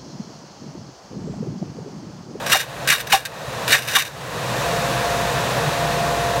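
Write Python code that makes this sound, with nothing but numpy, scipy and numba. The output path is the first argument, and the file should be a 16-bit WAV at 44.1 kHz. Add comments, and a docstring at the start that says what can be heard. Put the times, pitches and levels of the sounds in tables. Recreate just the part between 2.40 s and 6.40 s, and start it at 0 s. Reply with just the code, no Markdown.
"""First comes the whir of an electric apple grinder outdoors: a toothed drum in a plastic housing.
Apples skip on the teeth, then are seized and shredded in short bursts, each with a falling hollow note.
A limiter (an automatic volume control) turns the whir down at every burst. Once the drum runs empty,
the whir swells back, and the hum of the drum and the whine of its teeth stand out."""
import sys
import numpy as np
from scipy import signal
from scipy.fft import rfft, irfft, next_fast_len
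from scipy.io import wavfile
from scipy.ndimage import uniform_filter1d, minimum_filter1d, map_coordinates
from numba import njit

SR = 44100
rng = np.random.default_rng(int(sys.argv[2]) if len(sys.argv) > 2 else 0)


def transcribe(u):
    """Save the signal u as a 16-bit wav file named by the first command-line argument.

    u: samples, shape (n,) or (channels, n), limited to [-1, 1]; the rate is SR.
    q: integer samples, one column per channel.
    """
    v = np.clip(np.atleast_2d(u).T, -1, 1)
    q = np.round(v * 32767).astype(np.int16)
    wavfile.write(sys.argv[1], SR, q)


N = 176400  # 4 seconds

# Apples seized by the drum, each with a hollow note: (time [s], length [s], relative level [dB],
# note start [Hz], note end [Hz], glide time [s], note level relative to the bite [dB])
BITES = [(.115, 0.041, -1.5, 2980, 673, 0.0227, -3.5), (.496, 0.035, -2, 3060, 1360, 0.025, -0.5),
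         (.718, 0.026, 1, 3000, 792, 0.0126, 2.5), (1.319, 0.032, -3, 5630, 1740, 0.0087, 2),
         (1.549, 0.025, -1.5, 2960, 1070, .012, -1.5)]
# Apples and scraps glancing off the teeth: (time [s], relative level [dB], rise [s], decay [s])
NICKS = [(0.06, -19.5, 0.0039, 0.069), (0.094, -13, 0.0075, .025), (0.188, -6, 0.02, 0.016),
         (.295, -31, .002, .008), (.473, -6.5, 0.0026, 0.027), (.578, -14, .005, .015),
         (0.595, -7.5, 0.0095, 0.0099), (.667, -16, .005, .010), (.693, -13.5, 0.013, 0.03),
         (.851, -4.5, 0.0026, 0.0091), (1.276, -16, 0.0046, 0.058), (1.298, -13, .010, 0.016),
         (1.38, -12, .003, 0.013), (1.413, -18, 0.011, 0.043), (1.468, -12.5, 0.014, 0.051),
         (1.503, -16, 0.0061, 0.037), (1.531, -13, 0.0035, 0.025), (1.581, 0, 0.009, 0.019),
         (1.619, -7, .003, 0.0084), (1.645, -14, 0.012, 0.025)]
# Tone colour of tearing fruit: (frequency [Hz], relative level [dB])
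FLESH_SPECTRUM = [(200, -19), (900, -27), (1300, -4), (1650, 0), (2500, -4), (3200, -4.5), (4200, -5),
                  (6500, -8.5), (9000, -9), (10300, -13.5), (11500, -10), (15500, -17)]
# Tone colour of the air churned by the drum: (frequency [Hz], relative level [dB])
WHIR_SPECTRUM = [(15, -54), (25, -41), (43, -22), (64, -9.5), (86, -14.5), (129, -0.5), (240, -13.5),
                 (389, -13.5), (482, -4), (631, -8), (684, -5), (741, -10.5), (848, -10.5), (970, -8.5),
                 (1300, -13.5), (1850, -14), (2170, -20.5), (2560, -17.5), (3000, -22), (3830, -20.5),
                 (5010, -26), (6550, -26.5), (10600, -34.5), (12500, -35.5), (15500, -39)]
# Loudness of that whir: (time [s], level [dB])
WHIR_LEVEL = [(0, -22.5), (1.2, -23), (1.8, -22.5), (2.3, -22.5), (3.1, -22), (4, -22.5)]
# Extra treble in the whir: (time [s], boost [dB])
WHIR_TREBLE = [(0, 0), (2.3, 2.5), (4, 1)]
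# Air booming in the housing: (time [s], level [dB])
BOOM_LEVEL = [(0, -39), (1.2, -38.5), (1.8, -33.5), (2.7, -43.5), (3.4, -29), (4, -36)]
# Whine of the teeth, strongest once the drum is empty: (time [s], level [dB])
WHINE_LEVEL = [(0, -47), (1.8, -47), (2.3, -26), (2.75, -24.5), (3.15, -30), (3.7, -22), (4, -23)]
# Pitches at which the chute and housing ring: (frequency [Hz], width [Hz], relative gain [dB])
HOUSING_RESONANCES = [(577, 40, 0.5), (778, 44, 3.5), (1120, 66, 5.5), (1640, 110, -2.5), (1850, 42, 5),
                      (2380, 76, 2), (2580, 65, 2.5), (2840, 120, 2), (3710, 110, 6), (3890, 66, -2.5),
                      (5160, 60, -4), (5920, 82, 4)]

FRUIT_DB, BITE_SAG_DB_PER_S = -4, 64
NOTE_Q, NOTE_EVENNESS = 6.0, 0.81  # how narrow the note is; share of its random swell evened out
DRUM_HZ, TOOTH_ROWS, SPEED_SWAY = 57.84, 12, 0.00304  # DRUM_HZ is turns a second
BOOM_HZ, BOOM_WIDTH_HZ, HUM_BELOW_WHINE_DB = 141.7, 31.5, 12.5
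SQUEAK_HZ, SQUEAK_DB = 5630, -27
ECHO_DB, ECHO_FADE_S = -6.5, 0.056  # the echoes fade by 60 dB in this time
LIMIT_DB, START_DUCK_DB, TOP_HZ = -2, 6.0, 15830
HOLD_S, RELEASE_S, RELEASE_DB_PER_S = 0.13, 0.43, 13.5


def apple_bites():
    """The teeth rasp through each apple; as it vanishes, the cavity opens and its hollow note falls."""
    t = np.arange(N) / SR
    bite_gain, note_gain = np.zeros(N), np.zeros(N)
    note_hz = np.full(N, float(BITES[0][3]))
    for start, length, db, from_hz, to_hz, glide, note_db in BITES:
        sag_db = BITE_SAG_DB_PER_S * np.clip(t - start, 0, length)
        bite_gain += amp(db - sag_db) * envelope(start, length, rise=0.0078, decay=0.026)
        note_gain += amp(db + note_db) * envelope(start, length, rise=0.022, decay=0.012)
        glide_left = np.exp(-((t - start) / glide) ** 2)
        note_hz = np.where(t >= start, to_hz * (from_hz / to_hz) ** glide_left, note_hz)
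    rasp = echoes(bite_gain * tearing())
    ring = moving_resonance(rng.standard_normal(N), 2 * np.pi * note_hz / SR, NOTE_Q)
    swell = np.abs(signal.hilbert(ring)) + 1e-6  # how strong the ring is at each moment
    note = note_gain * unit(ring / swell ** NOTE_EVENNESS)
    return housing(rasp + note, ring_db=-1)


def apple_nicks():
    """Fruit skips on the teeth: each nick tears a little flesh and knocks the housing."""
    power = sum((amp(db) * envelope(start, rise, rise, decay)) ** 2 for start, db, rise, decay in NICKS)
    return housing(echoes(np.sqrt(power) * tearing()), ring_db=0)


def tearing():
    """Fruit cells burst under the teeth: a dense crackle that comes in clumps."""
    noise = rng.standard_normal(N)
    crackle_db = 3 * wobble(rate=2200)
    clump_db = 2.3 * wobble(rate=300)
    return colour(noise * amp(crackle_db + clump_db), FLESH_SPECTRUM)


def air_whir():
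    """The spinning drum churns the air, which faintly rings the housing."""
    air = unit(housing(colour(rng.standard_normal(N), WHIR_SPECTRUM), ring_db=-17))
    treble = filtered(air, lambda f: f * f / (f * f + 2500 ** 2))
    air += (amp(curve(WHIR_TREBLE)) - 1) * treble
    return air * amp(curve(WHIR_LEVEL) + 0.19 * wobble(rate=60))


def drum_tones():
    """The drum hums with one wave per turn and whines with one wave per row of teeth."""
    speed_hz = DRUM_HZ * (1 + SPEED_SWAY * wobble(rate=7))
    angle = 2 * np.pi * np.cumsum(speed_hz) / SR
    level_db = curve(WHINE_LEVEL)
    whine = amp(level_db + 0.5 * wobble(rate=24)) * np.sin(TOOTH_ROWS * angle)
    hum = amp(level_db - HUM_BELOW_WHINE_DB + 0.94 * wobble(rate=5.5)) * np.sin(angle)
    return whine + hum


def air_boom():
    """Air booms in the housing: a narrow band of low noise."""
    boom = filtered(rng.standard_normal(N), lambda f: resonance(f, BOOM_HZ, BOOM_WIDTH_HZ) ** 2)
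    return amp(curve(BOOM_LEVEL)) * unit(boom)


def peel_squeak():
    """The first apple's wet peel slips on the drum and squeaks before the teeth catch it."""
    pitch_hz = SQUEAK_HZ * (1 + 0.013 * wobble(rate=500))
    tone = np.sin(2 * np.pi * np.cumsum(pitch_hz) / SR)
    return amp(SQUEAK_DB) * envelope(start=0.064, length=0.023, rise=0.002, decay=0.004) * tone


def housing(x, ring_db):
    """Sound passes straight out and also makes the housing ring."""
    def ringing(f):
        return sum(amp(db) * resonance(f, hz, width) for hz, width, db in HOUSING_RESONANCES)
    return filtered(x, lambda f: 1 + amp(ring_db) * ringing(f))


def echoes(x):
    """The direct sound plus quick reflections in the chute and off the gear around it."""
    t = np.arange(SR // 5) / SR
    tail = rng.standard_normal(len(t)) * amp(-60 * t / ECHO_FADE_S)
    return x + amp(ECHO_DB) * signal.fftconvolve(x, tail / np.linalg.norm(tail))[:N]


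def amp(db):
    """Turn decibels into a multiplier."""
    return 10 ** (np.asarray(db) / 20)


def unit(x):
    """Scale to an average strength (rms) of 1."""
    return x / np.sqrt(np.mean(x ** 2) + 1e-20)


def curve(rows):
    """Join (time, value) rows with straight lines, one value per sample."""
    return np.interp(np.arange(N) / SR, *np.transpose(rows))


def wobble(rate):
    """A smooth curve through `rate` random values a second."""
    return map_coordinates(rng.standard_normal(N // 8), [np.arange(N) * rate / SR], mode="wrap")


def envelope(start, length, rise, decay):
    """Rise in a straight line, hold until `length` after the start, then die away (all in seconds)."""
    t = np.arange(N) / SR - start
    return np.clip(t / rise, 0, 1) * np.exp(-np.maximum(t - length, 0) / decay)


def filtered(x, response):
    """Multiply each frequency f in x by response(f)."""
    size = next_fast_len(N + SR // 2)
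    return irfft(rfft(x, size) * response(np.fft.rfftfreq(size, 1 / SR)), size)[:N]


def colour(x, points):
    """Give x the tone colour of (frequency, level) points, at strength 1."""
    hz, db = np.transpose(points)
    return unit(filtered(x, lambda f: amp(np.interp(np.log(f + 1), np.log(hz + 1), db))))


def resonance(f, hz, width_hz):
    """Response of something that rings at `hz`: 1 there, weaker on either side."""
    return 1j * f * width_hz / (hz * hz - f * f + 1j * f * width_hz)


@njit
def moving_resonance(x, pitch, q):
    """Ring at a moving pitch (radians per sample); noise fed in keeps a steady level."""
    y, state = np.zeros(len(x)), 0j
    for i in range(len(x)):
        loss = pitch[i] / (2 * q)
        state = state * np.exp(-loss + 1j * pitch[i]) + 2 * np.sqrt(loss) * x[i]
        y[i] = state.real
    return y


@njit
def ducking(excess_db):
    """How many dB to turn down: jumps to meet any peak over the limit, waits, then creeps back."""
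    duck_db, now, wait = np.zeros(len(excess_db)), START_DUCK_DB, 0.
    for i in range(len(excess_db)):
        wait -= 1
        if wait < 0:
            now = max(now * (1 - 1 / (RELEASE_S * SR)) - RELEASE_DB_PER_S / SR, 0.)
        if excess_db[i] > now:
            now, wait = excess_db[i], HOLD_S * SR
        duck_db[i] = now
    return duck_db


def scene():
    """The fruit and the running machine, in one channel."""
    fruit = amp(FRUIT_DB) * (apple_bites() + apple_nicks()) + peel_squeak()
    machine = air_whir() + drum_tones() + air_boom()
    return (fruit + machine)[None]


def record(dry):
    """A limiter turns loud peaks down fast and recovers slowly; then the highest treble is cut."""
    window = SR // 1000  # about 1 ms
    headroom_db = LIMIT_DB - 20 * np.log10(np.abs(dry[0]) + 1e-9)
    duck_db = ducking(-minimum_filter1d(headroom_db, window))
    limited = dry[0] * amp(-uniform_filter1d(duck_db, window))
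    return filtered(limited, lambda f: f < TOP_HZ)[None]


dry = scene()
out = record(dry)
transcribe(out)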